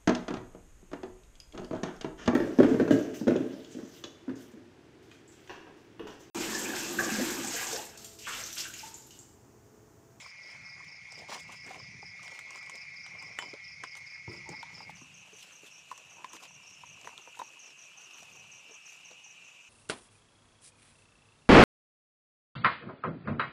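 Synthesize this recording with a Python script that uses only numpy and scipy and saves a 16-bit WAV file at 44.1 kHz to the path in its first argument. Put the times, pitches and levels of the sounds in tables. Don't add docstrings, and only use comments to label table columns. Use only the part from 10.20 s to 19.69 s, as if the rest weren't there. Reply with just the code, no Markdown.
import sys
import numpy as np
from scipy import signal
from scipy.fft import rfft, irfft, next_fast_len
from scipy.io import wavfile
from scipy.ndimage import uniform_filter1d

SR = 44100
rng = np.random.default_rng(int(sys.argv[2]) if len(sys.argv) > 2 else 0)


def wrap_up_sound(samples):
    columns = np.atleast_2d(samples).T
    tamed = np.clip(columns, -1, 1)
    steps = np.round(tamed * 32767).astype(np.int16)
    wavfile.write(sys.argv[1], SR, steps)


def voltage_ratio(decibels):
    exponent = np.asarray(decibels, float) / 20
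    return 10 ** exponent


N = 418509
TIME = np.arange(N) / SR
FADE_S = (4.495, 4.824)
SECOND_SHOT_S = 4.72
FASTER = 1.195

# one singer's pitch in Hz, level in dB.
HUT_SINGERS = [(1965, -63), (2004, -65.5), (2027, -68.5), (2058, -67), (2132, -63.5), (2161, -59.5),
               (2176, -64), (2204, -64.5), (2260, -64.5), (2326, -64), (2342, -64), (2358, -65.5),
               (2374, -65.5), (2405, -65.5), (2459, -66.5), (2537, -69), (2572, -69)]
PATH_SINGERS = [(2346, -67), (2401, -65.5), (2459, -76), (2554, -62.5), (2581, -67), (2608, -64.5),
                (2641, -65.5), (2674, -77), (2704, -63.5), (2802, -65.5), (2881, -69), (2916, -71),
                (3004, -88), (3033, -68.5), (3160, -85), (2770, -74), (2785, -64.5), (2895, -66)]
# time in seconds, level in dB.
HUT_CHORUS = [(0.0, -52.5), (0.2, -50), (1.387, -50.5), (1.806, -49.5), (2.065, -48), (2.734, -45.5),
              (3.168, -47), (3.387, -48.5), (4.365, -47), (4.555, -50), (4.699, -43)]
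PATH_CHORUS = [
    (4.85, -58.5),
    (5.37, -60),
    (5.99, -58),
    (7.64, -57.5),
    (8.48, -55.5),
    (9.49, -57),
]
NEARER = 1.1

# first chirp in seconds, last chirp in seconds, level in dB, strokes in the last chirp.
CHIRP_RUNS = [(.016, .016, -57.5, 3), (0.222, 1.81, -56, 3), (2.056, 2.056, -56, 1), (2.336, 2.336, -59, 3),
              (2.531, 2.531, -54, 3), (2.756, 3.441, -54.5, 3), (3.633, 3.86, -54.5, 3),
              (4.087, 4.54, -53.5, 3), (4.747, 5.321, -61, 3), (5.514, 5.514, -63.5, 3),
              (5.706, 5.706, -63, 3), (5.894, 6.278, -62, 3), (6.464, 6.847, -60.5, 2),
              (7.01, 7.2, -63.5, 3), (7.389, 7.77, -59.5, 3), (7.931, 8.31, -60.5, 3),
              (8.507, 8.507, -57.5, 2), (8.654, 9.032, -60, 3), (9.241, 9.241, -65, 2),
              (9.403, 9.403, -71, 3)]
CHIRP_EVERY_S, STROKE_EVERY_S = 0.2275, 0.0375
STROKE_SPREAD_DB = 1.2
# start in seconds, level in dB, pitch factor.
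NEIGHBOURS = [(1.23, -64, .51), (1.248, -64, .51), (1.33, -64, .51), (2.83, -64, 1.1), (3.89, -79, 1.1),
              (5.5, -68, 0.88), (7.43, -66.5, 0.87), (6.425, -67, .88), (6.53, -69, .87), (5.53, -66, .91),
              (3.5, -69, .9), (3.51, -69, 1.1), (7.2, -72.5, 0.91), (0.2, -67, .87), (2.63, -70, .87),
              (1.7, -68, 1.11), (0.58, -72, 1.3), (8.62, -70, .87), (8.2, -68.5, 0.96), (8.455, -68, .88)]
STEADY_S = [5.627, 5.794, 5.988, 6.155, 6.34, 6.545, 6.727, 6.914, 7.105, 7.262, 7.435, 7.609, 7.793, 7.984,
            8.147, 8.336, 8.505, 8.693, 8.863, 9.055, 9.245, 9.411]

# loudest moment in seconds, length in seconds, cloth rustle in
# dB, shell scuff in dB.
RUBS = [(0.005, 0.18, -60, -57.5), (0.333, 0.34, -74, -59), (0.635, 0.13, -79, -57.5),
        (0.987, 0.18, -67, -51), (1.1, 0.04, -61, -48), (1.12, .05, -61, -50),
        (1.141, 0.073, -57.5, -48), (1.157, 0.092, -60.5, -49), (1.202, 0.076, -63.5, -58),
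        (1.296, .05, -68, -59), (1.331, 0.1, -62, -54), (1.475, 0.058, -66, -53),
        (1.509, 0.09, -64.5, -48), (1.557, 0.096, -67.5, -48.5), (2.035, 0.097, -66.5, -62),
        (2.114, 0.23, -72, -60.5), (2.167, 0.15, -69, -65), (2.357, 0.14, -67, -53),
        (2.55, 0.2, -72.5, -56), (2.886, 0.068, -79, -69), (3.04, 0.5, -78, -56.5),
        (3.188, 0.038, -72, -58), (3.239, 0.081, -75, -53.5), (3.286, 0.17, -77, -62),
        (3.642, 0.021, -84, -48), (3.77, 0.051, -64, -55), (3.864, 0.19, -76.5, -69),
        (4.135, 0.17, -72, -57), (4.318, 0.17, -76, -56.5), (4.568, 0.54, -74.5, -61),
        (4.703, 0.038, -68, -64),
        (5.24, 0.32, -66.5, -62.5), (5.464, 0.081, -65, -65), (5.727, 0.34, -75.5, -81),
             (5.86, 0.2, -89, -68), (6.02, 0.32, -85, -60), (6.146, 0.049, -64, -54),
             (6.234, 0.077, -62, -53), (6.5, 0.3, -80, -69.5), (6.869, 0.37, -76, -59.5),
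             (6.994, 0.029, -80, -53.5), (7.204, 0.47, -75, -68), (7.47, 0.095, -80, -62),
             (8.0, 0.73, -72, -64), (8.5, 0.12, -94, -62.5), (8.735, 0.23, -72, -74)]
RUB_DROP_DB = 34
RUB_RISE = 0.88
RUB_HOLD = 1.12
RESTING_DB = (-93.5, -71)
# time in seconds, rumble level in dB.
SQUEEZE = [(0.0, -80), (0.5, -67.5), (0.95, -74), (1.16, -69), (1.75, -59.5), (2.1, -76.5), (3.05, -67.5),
           (3.2, -67), (3.6, -81.5), (4.05, -81), (4.2, -60.5), (4.4, -70), (4.53, -59.5), (4.76, -64.5),
           (4.9, -72), (6.2, -76), (6.8, -71), (7.44, -88), (8.2, -73.5), (8.6, -86), (9.488, -81)]
# frequency in Hz, density in dB per Hz.
CLOTH = [(1400, -25.5), (2800, -7.5), (3530, -7.5), (4750, -9.5), (7230, -7.5), (8060, -14), (13800, -23),
         (15800, -34)]
SHELL = [(120, -39), (200, -4.5), (1100, 1.5), (1630, -7), (2190, -7), (2300, -3), (3400, -12.5),
         (4420, -46), (7480, -120)]
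GRIP = [(18, -53), (30, -14), (68, -5.5), (113, -1.5), (184, 1), (220, -13), (300, -15.5), (390, -40),
        (660, -120)]

# start in seconds, peak in dB, pitch in Hz.
KNOCKS = [(0.06, -42, 1065), (0.603, -46, 1060), (0.924, -47.5, 710), (1.094, -45, 920),
          (1.293, -42, 1060), (1.508, -37.5, 750), (1.543, -39, 1050), (1.828, -40.5, 834),
          (1.993, -46, 1220), (2.307, -43, 1070), (2.356, -40.5, 1030), (2.495, -41, 1060),
          (3.1895, -38, 1130), (3.223, -37, 995), (3.338, -39.5, 577), (3.638, -37, 1016),
          (3.763, -48, 1140), (4.078, -42, 920), (4.338, -44, 870), (4.429, -34.5, 930),
          (4.604, -38, 865), (4.694, -38.5, 856),
          (5.714, -32, 1026), (5.725, -39.5, 1010), (5.967, -49, 940), (5.991, -47, 1000),
               (6.019, -50, 960), (6.044, -32, 1014), (6.114, -51, 990), (6.133, -43, 1030),
               (6.233, -46, 1040), (6.635, -39.5, 985), (6.847, -47, 650), (6.872, -35.5, 984),
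               (6.891, -44, 1035), (6.977, -53, 1010), (7.074, -43.5, 930), (7.144, -48, 1420),
               (7.171, -44.5, 925), (7.191, -42, 1000), (7.2, -40, 1000), (7.194, -43.5, 3790),
               (7.216, -31, 906), (8.024, -48, 700), (8.913, -48, 680)]
# start in seconds, peak in dB,
# pitch in Hz.
TAPS = [(0.243, -47, 616), (0.346, -46, 1040), (0.61, -45, 1040), (0.976, -45, 524), (1.114, -40, 1050),
        (1.124, -41, 974), (1.178, -48, 568), (1.464, -49, 724), (1.599, -41, 1070), (1.64, -48, 1190),
        (1.791, -50, 400), (2.03, -45, 1200), (2.079, -48, 1180), (2.102, -48, 1250), (2.275, -51, 1060),
        (2.409, -45, 1310), (2.472, -43, 1070), (2.543, -45, 684), (2.846, -51, 1400), (3.024, -51, 990),
        (3.113, -52, 1060), (4.148, -45, 950), (4.292, -38, 830), (4.501, -48, 890), (4.814, -44, 1030),
        (5.327, -54, 953), (5.579, -56, 1030), (5.758, -48, 988), (5.778, -47, 1110), (5.813, -50, 540),
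        (5.893, -51, 969), (5.918, -50, 1160), (5.982, -45, 929), (6.005, -45, 990), (6.165, -44, 977),
        (6.22, -51, 950), (6.307, -48, 993), (6.397, -51, 990), (6.431, -48, 964), (6.753, -55, 1040),
        (6.773, -45, 1070), (6.81, -48, 974), (6.994, -51, 795), (7.02, -55, 1340), (7.067, -52, 980),
        (7.334, -56, 1160), (7.36, -53, 1080), (7.371, -47, 945), (7.451, -61, 958), (7.803, -50, 1460),
        (7.831, -53, 665), (7.897, -56, 1170), (8.104, -61, 807), (8.241, -47, 972), (8.404, -55, 581),
        (8.496, -54, 1070), (9.061, -49.5, 837), (9.285, -54, 1230)]
TAP_DB = -4
RING_GROWTH = 0.21
# start in seconds, peak in dB, pitch in Hz.
SNAPS = [
    (3.1883, -15, 1900),
    (3.6369, -21, 1700),
    (3.6399, -24, 1300),
    (6.9782, -30, 3500),
    (6.0448, -30, 1800),
    (6.8735, -32, 1700),
    (1.5455, -31, 2600),
    (1.1465, -30, 2800),
]
# start in seconds, length in seconds, level in dB, first pitch in Hz, last pitch in Hz.
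CREAKS = [
    (4.257, .035, -50, 930, 870),
    (4.315, .04, -50, 810, 890),
    (1.5, .025, -49, 820, 700),
    (3.228, .02, -50, 950, 1000),
    (7.192, .014, -37, 980, 1010),
]
# start in seconds, peak in dB, pitch in Hz, decay time t60 in seconds.
BUMPS = [(1.095, -39, 420, 0.049), (1.483, -54, 379, 0.17), (1.738, -50, 135, 0.24),
         (3.333, -40, 410, 0.041), (4.077, -37, 116.5, 0.13), (4.094, -41, 345, 0.14),
         (4.077, -43, 328, .06), (4.13, -50, 350, .3), (4.17, -50, 190, .15), (4.288, -41, 620, .04),
         (4.315, -45, 300, .1), (4.375, -52, 250, .1), (1.828, -49.5, 390, 0.062),
         (1.615, -48.5, 120, 0.13), (6.872, -46, 453, .04), (7.074, -46.5, 500, 0.037),
         (7.215, -47, 560, .04), (4.29, -39, 360, 0.05), (4.3, -41.5, 168.7, 0.11),
         (4.816, -51.5, 252, 0.12), (5.128, -48.5, 417, 0.063), (5.432, -52, 405, 0.079),
         (6.132, -51.5, 328, 0.17), (6.359, -62, 149, 0.23), (6.849, -52, 394, 0.05),
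         (7.19, -49, 513, 0.074), (8.509, -52.5, 439, 0.066), (8.903, -58.5, 501, 0.25)]
# start in seconds, bright level in dB, middle
# level in dB.
CLICKS = [(0.9222, -30.5, -73), (1.0885, -54, -58), (1.096, -56, -50), (1.103, -50, -47),
          (1.117, -54, -46), (1.126, -52, -46), (1.178, -54, -55), (1.1467, -38, -44),
          (1.4646, -35, -58), (1.5445, -43.5, -52), (2.0308, -34, -62), (2.0795, -39, -48),
          (2.147, -54, -48), (2.1911, -29.5, -45), (2.3064, -30.5, -68), (2.3588, -33.5, -67),
          (2.428, -42, -51.5), (2.463, -41, -54), (2.497, -30.5, -45), (2.555, -27.5, -85),
          (2.744, -53, -56), (2.864, -44, -47.5), (3.025, -34, -51), (3.1886, -27, -38),
          (3.224, -56, -46.5), (3.338, -58, -49.5), (3.637, -36, -40), (3.7528, -60, -46.5),
          (4.291, -27, -71), (4.4285, -76, -43.5),
          (4.77, -56, -56), (5.714, -48, -50.5), (5.778, -35, -54.5), (6.0451, -46, -49),
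               (6.133, -31.5, -51), (6.1666, -56, -51.5), (6.237, -41, -59), (6.254, -50, -54),
               (6.813, -38, -76), (6.846, -57, -54), (6.8743, -38, -51), (6.9784, -39, -54),
               (7.0214, -56, -61), (7.155, -62, -58), (7.1912, -32.5, -53), (7.213, -55, -68),
               (6.675, -58, -59), (7.334, -48, -62), (7.505, -58, -57), (7.718, -61, -61),
               (7.985, -42, -58), (8.031, -38, -57), (8.101, -47, -65), (8.2402, -55, -65),
               (8.678, -64, -59), (8.911, -62, -54.5)]
PAN_S = 3.188
PAN_HZ = [931, 10150, 12700, 14400, 1480, 3035, 3390, 6966, 7192, 7429, 7833]
# level in dB, decay time t60 in seconds.
PAN_MODES = [(-44, .16), (-56, .08), (-55, .05), (-54, .06), (-35, 0.03), (-40, 0.26), (-50, .2), (-56, .3),
             (-50, 0.32), (-59, .25), (-54, .15)]

# frequency in Hz, density in dB per Hz.
HUT_AIR = [(18, -53), (30, -10), (73, -13), (145, -7), (183, -14.5), (326, -31), (1660, -15.5), (2210, -3),
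           (2950, -17), (3940, -22.5), (5250, -10.5), (7580, -33), (9860, -33.5), (12200, -44),
           (15800, -69)]
PATH_AIR = [(18, -58), (30, -39), (48, -56), (130, -10.5), (264, -18.5), (907, -14), (1990, -14.5),
            (2660, -2), (3280, -12), (4260, -18.5), (4980, -18.5), (6150, -11.5), (9600, -27.5),
            (11800, -29.5), (15800, -64)]
HUT_AIR_DB, PATH_AIR_DB = -55, -60
# frequency in Hz, gain in dB.
PORT = [(100, 1), (9500, -2.5), (11500, -9.5), (13800, -14), (15100, 7.5), (16000, -17)]


def chorus(singers, level, span, waver_hz, steady):
    slow_t = np.arange(0, N / SR + .01, .005)
    t, out = TIME[span], np.zeros(N)
    memory = np.exp(-np.pi * waver_hz * .005)
    for hz, db in singers:
        a, b = signal.lfilter([1], [1, -memory], rng.standard_normal((2, len(slow_t))))
        direct = steady * voltage_ratio(NEARER * (db - singers[0][1]))
        waver = np.interp(t, slow_t, direct + evened(a + 1j * b))
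        tone = np.exp(2j * np.pi * (hz * t + rng.random()))
        out[span] += voltage_ratio(db) * (waver * tone).real
    out[span] = evened(out[span])
    return along(level) * out


def crickets():
    rows = []
    for first, last, db, strokes in CHIRP_RUNS:
        speed = FASTER if first > SECOND_SHOT_S else 1
        beat = np.arange(first, last + .08, CHIRP_EVERY_S / speed)
        rows += [(s, 1, db, 3, 690) for s in beat[:-1]]
        rows.append((beat[-1], 1, db, round(strokes), 690))
    rows += [(s, pitch, db, 3, 430) for s, db, pitch in NEIGHBOURS]
    rows += [(s, 1.11, -74, 3, 400) for s in STEADY_S]
    out = np.zeros(N)
    for s, pitch, db, strokes, fall_hz in rows:
        speed = FASTER if s > SECOND_SHOT_S else 1
        start = s + .002 * (speed > 1)
        for k, chance in enumerate(rng.standard_normal(3)[:strokes]):
            sound = stroke(db + STROKE_SPREAD_DB * chance, pitch, speed, fall_hz)
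            add(out, start + k * STROKE_EVERY_S / speed, sound)
    add(out, 4.767, stroke(-65, 0.98, 0.99, 740))
    wall = voltage_ratio(-3) * scatter(out, t60=.05, delay_s=.007)
    forest = voltage_ratio(-7) * scatter(out, t60=.2, delay_s=.004)
    return out + wall + forest


def stroke(db, pitch, speed, fall_hz):
    u = np.linspace(0, 1, round(.024 / speed * SR))
    slips = .015 * evened(uniform_filter1d(rng.standard_normal(len(u)), size=40))
    fall = np.sin(np.pi / 2 * np.minimum(u / .85, 1)) ** 1.5
    hz = pitch * speed * (rng.uniform(.994, 1.006) + slips) * (5480 - fall_hz * fall)
    uneven_db = 2.5 * evened(uniform_filter1d(rng.standard_normal(len(u)), size=120))
    shape = np.minimum(u / .1, 1) * np.minimum((1 - u) / .3, 1)
    return voltage_ratio(db + 5.5 + uneven_db) * shape * np.sin(2 * np.pi * np.cumsum(hz) / SR)


def hand():
    cloth, shell = rubbing()
    crackle = 0.83 + 0.26 * grains(per_s=700, spread_db=3.0, t60=.012)
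    rustle = voltage_ratio(10.0) * hiss(CLOTH, 2.8, 2.9) * crackle
    roughness = .9 + .3 * grains(per_s=200, spread_db=2, t60=.025)
    scuff = voltage_ratio(-2.5) * hiss(SHELL, 3.5, 2.5) * roughness
    lumps = 0.63 + 0.76 * grains(per_s=11, spread_db=3.0, t60=0.63)
    grip = evened(colour(rng.standard_normal(N), GRIP)) * lumps
    return cloth * rustle + shell * scuff + along(SQUEEZE) * grip


def rubbing():
    t = TIME[::64]
    gain = voltage_ratio(np.array(RESTING_DB))[:, None] * np.ones(len(t))
    for s, length, *dbs in RUBS:
        away = np.maximum(t - s, (s - t) / RUB_RISE) / max(length, .02)
        fall_db = RUB_DROP_DB * np.minimum(away, 9) ** RUB_HOLD
        gain = gain + voltage_ratio(np.array(dbs)[:, None] - fall_db)
    return [np.interp(TIME, t, g) for g in gain]


def grains(per_s, spread_db, t60):
    snaps = (rng.random(N) < per_s / SR) * voltage_ratio(spread_db * np.minimum(rng.exponential(1, N), 4))
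    return evened(signal.lfilter([1], [1, -voltage_ratio(-60 / t60 / SR)], snaps))


def impacts():
    out = knocks() + creaks() + bumps() + clicks()
    out += voltage_ratio(-14) * scatter(out, t60=.09, delay_s=.006)
    return out + pan()


def knocks():
    out = np.zeros(N)
    taps = [(s, db + TAP_DB, hz) for s, db, hz in TAPS]
    for s, db, hz in KNOCKS + taps:
        ring_db = db + 4.5 + RING_GROWTH * (db + 33)
        add(out, s + 0.00099, ring(ring_db, hz, 0.028, rise=0.00066))
        add(out, s, burst(db - 8.5, 0.48 * hz, 1.51 * hz, .025))
        add(out, s, burst(db - 16, 1.3 * hz, 2.6 * hz, .01))
    for s, db, hz in SNAPS:
        add(out, s, -ring(db, hz, .005))
    return out


def creaks():
    out = np.zeros(N)
    for s, length, db, from_hz, to_hz in CREAKS:
        u = np.linspace(0, 1, round(length * SR))
        slip = voltage_ratio(db + 4.0 * evened(uniform_filter1d(rng.standard_normal(len(u)), size=200)))
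        hz = from_hz + (to_hz - from_hz) * u
        add(out, s, slip * np.sin(np.pi * u) ** .5 * np.sin(2 * np.pi * np.cumsum(hz) / SR))
    return out


def bumps():
    out = np.zeros(N)
    for s, db, hz, t60 in BUMPS:
        add(out, s, ring(db + 0.49, hz, t60, rise=0.0017))
        add(out, s, ring(db - 10.0, 2.9 * hz, .5 * t60, rise=0.0021))
        add(out, s, burst(db - 5.0, 0.47 * hz, 1.4 * hz, t60))
    return out


def clicks():
    bright, middle = np.zeros(N), np.zeros(N)
    t = np.arange(2500) / SR
    decay = voltage_ratio(-60 * t / .0025) + .55 * voltage_ratio(-60 * t / .016) + .2 * voltage_ratio(-60 * t / .09)
    for s, db, middle_db in CLICKS:
        crack = rng.choice([-1., 1.], len(t)) * decay
        add(bright, s, voltage_ratio(db - 3.0) * crack)
        add(middle, s, voltage_ratio(middle_db + 13.5) * crack)
    treble = band(bright, 4500, 7730) + voltage_ratio(-23.0) * band(bright, 7200, 14000)
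    return treble + band(middle, 930, 4780)


def pan():
    out = np.zeros(N)
    for hz, (db, t60) in zip(PAN_HZ, PAN_MODES):
        add(out, PAN_S, ring(db, hz, t60))
    return out


def distant(db, speed):
    return voltage_ratio(db) * evened(band(rng.standard_normal(N), 4450 * speed, 7100 * speed, order=5))


def hiss(spectrum, patchy_db, flicker_db):
    frames = N // 128 + 5
    a, b, patches = rng.standard_normal((frames, 257, 3), dtype=np.float32).T
    patches = evened(uniform_filter1d(uniform_filter1d(patches, 6, axis=0), 20, axis=1))
    flicker = evened(uniform_filter1d(rng.standard_normal(frames), size=3))
    field = (a + 1j * b) * voltage_ratio(patchy_db * patches + flicker_db * flicker)
    noise = signal.istft(field, nperseg=512, noverlap=384)[1][:N]
    return evened(colour(noise, spectrum))


def scatter(x, t60, delay_s):
    taps = np.zeros(SR // 2)
    at = np.arange(round(delay_s * SR), SR // 2 - 20, 20)
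    at = at + rng.integers(0, 20, len(at))
    taps[at] = rng.choice([-1., 1.], len(at)) * voltage_ratio(-60 * at / SR / t60)
    return signal.fftconvolve(x, taps / np.linalg.norm(taps))[:N]


def ring(db, hz, t60, rise=0.00011):
    t60 = np.clip(t60, .004, .6)
    t = np.arange(round(t60 * SR)) / SR
    return voltage_ratio(db - 60 * t / t60) * (1 - np.exp(-t / rise)) * np.sin(2 * np.pi * hz * t)


def burst(db, lo_hz, hi_hz, t60):
    t = np.arange(2500) / SR
    return evened(band(rng.standard_normal(len(t)), lo_hz, hi_hz)) * voltage_ratio(db - 60 * t / t60)


def band(x, lo_hz, hi_hz, order=2):
    return signal.sosfilt(signal.butter(order, [lo_hz, hi_hz], "band", fs=SR, output="sos"), x)


def colour(x, spectrum):
    size = next_fast_len(N, True)
    f, db = np.transpose(spectrum)
    gain = voltage_ratio(np.interp(np.log(np.fft.rfftfreq(size, 1 / SR) + 1), np.log(f + 1), db))
    return irfft(rfft(x, size) * gain, size)[..., :N]


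def evened(x):
    return x / np.sqrt(np.mean(abs(x) ** 2) + 1e-20)


def along(rows):
    return voltage_ratio(np.interp(TIME, [r[0] for r in rows], [r[1] for r in rows]))


def add(mix, s, sound):
    part = mix[round(s * SR):][:len(sound)]
    part += sound[:len(part)]


def scene():
    second = np.interp(TIME, FADE_S, [0, 1])
    hut = voltage_ratio(HUT_AIR_DB) * hiss(HUT_AIR, 3.0, 1.0) + distant(-64.0, 0.962)
    hut += chorus(HUT_SINGERS, HUT_CHORUS, second < 1, waver_hz=8.0, steady=1.33)
    path = voltage_ratio(PATH_AIR_DB) * hiss(PATH_AIR, 1.86, 1.0) + distant(-72.0, FASTER)
    path += chorus(PATH_SINGERS, PATH_CHORUS, second > 0, waver_hz=10.4, steady=0.53)
    night = (1 - second) * hut + second * path
    return (night + crickets() + hand() + impacts())[None]


def low_pass(x):
    return signal.sosfilt(signal.butter(12, 16370, fs=SR, output="sos"), x)


def record(dry):
    second = np.interp(TIME, FADE_S, [0, 1])
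    ported = (1 - second) * colour(dry, PORT) + second * dry
    low_cut = signal.butter(3, 70, "high", fs=SR, output="sos")
    top_cut = signal.firwin(401, 15600, window=("kaiser", 8), fs=SR)[None]
    heard = signal.oaconvolve(signal.sosfilt(low_cut, ported), top_cut, "same")
    return low_pass(heard)


dry = scene()
out = record(dry)
wrap_up_sound(out)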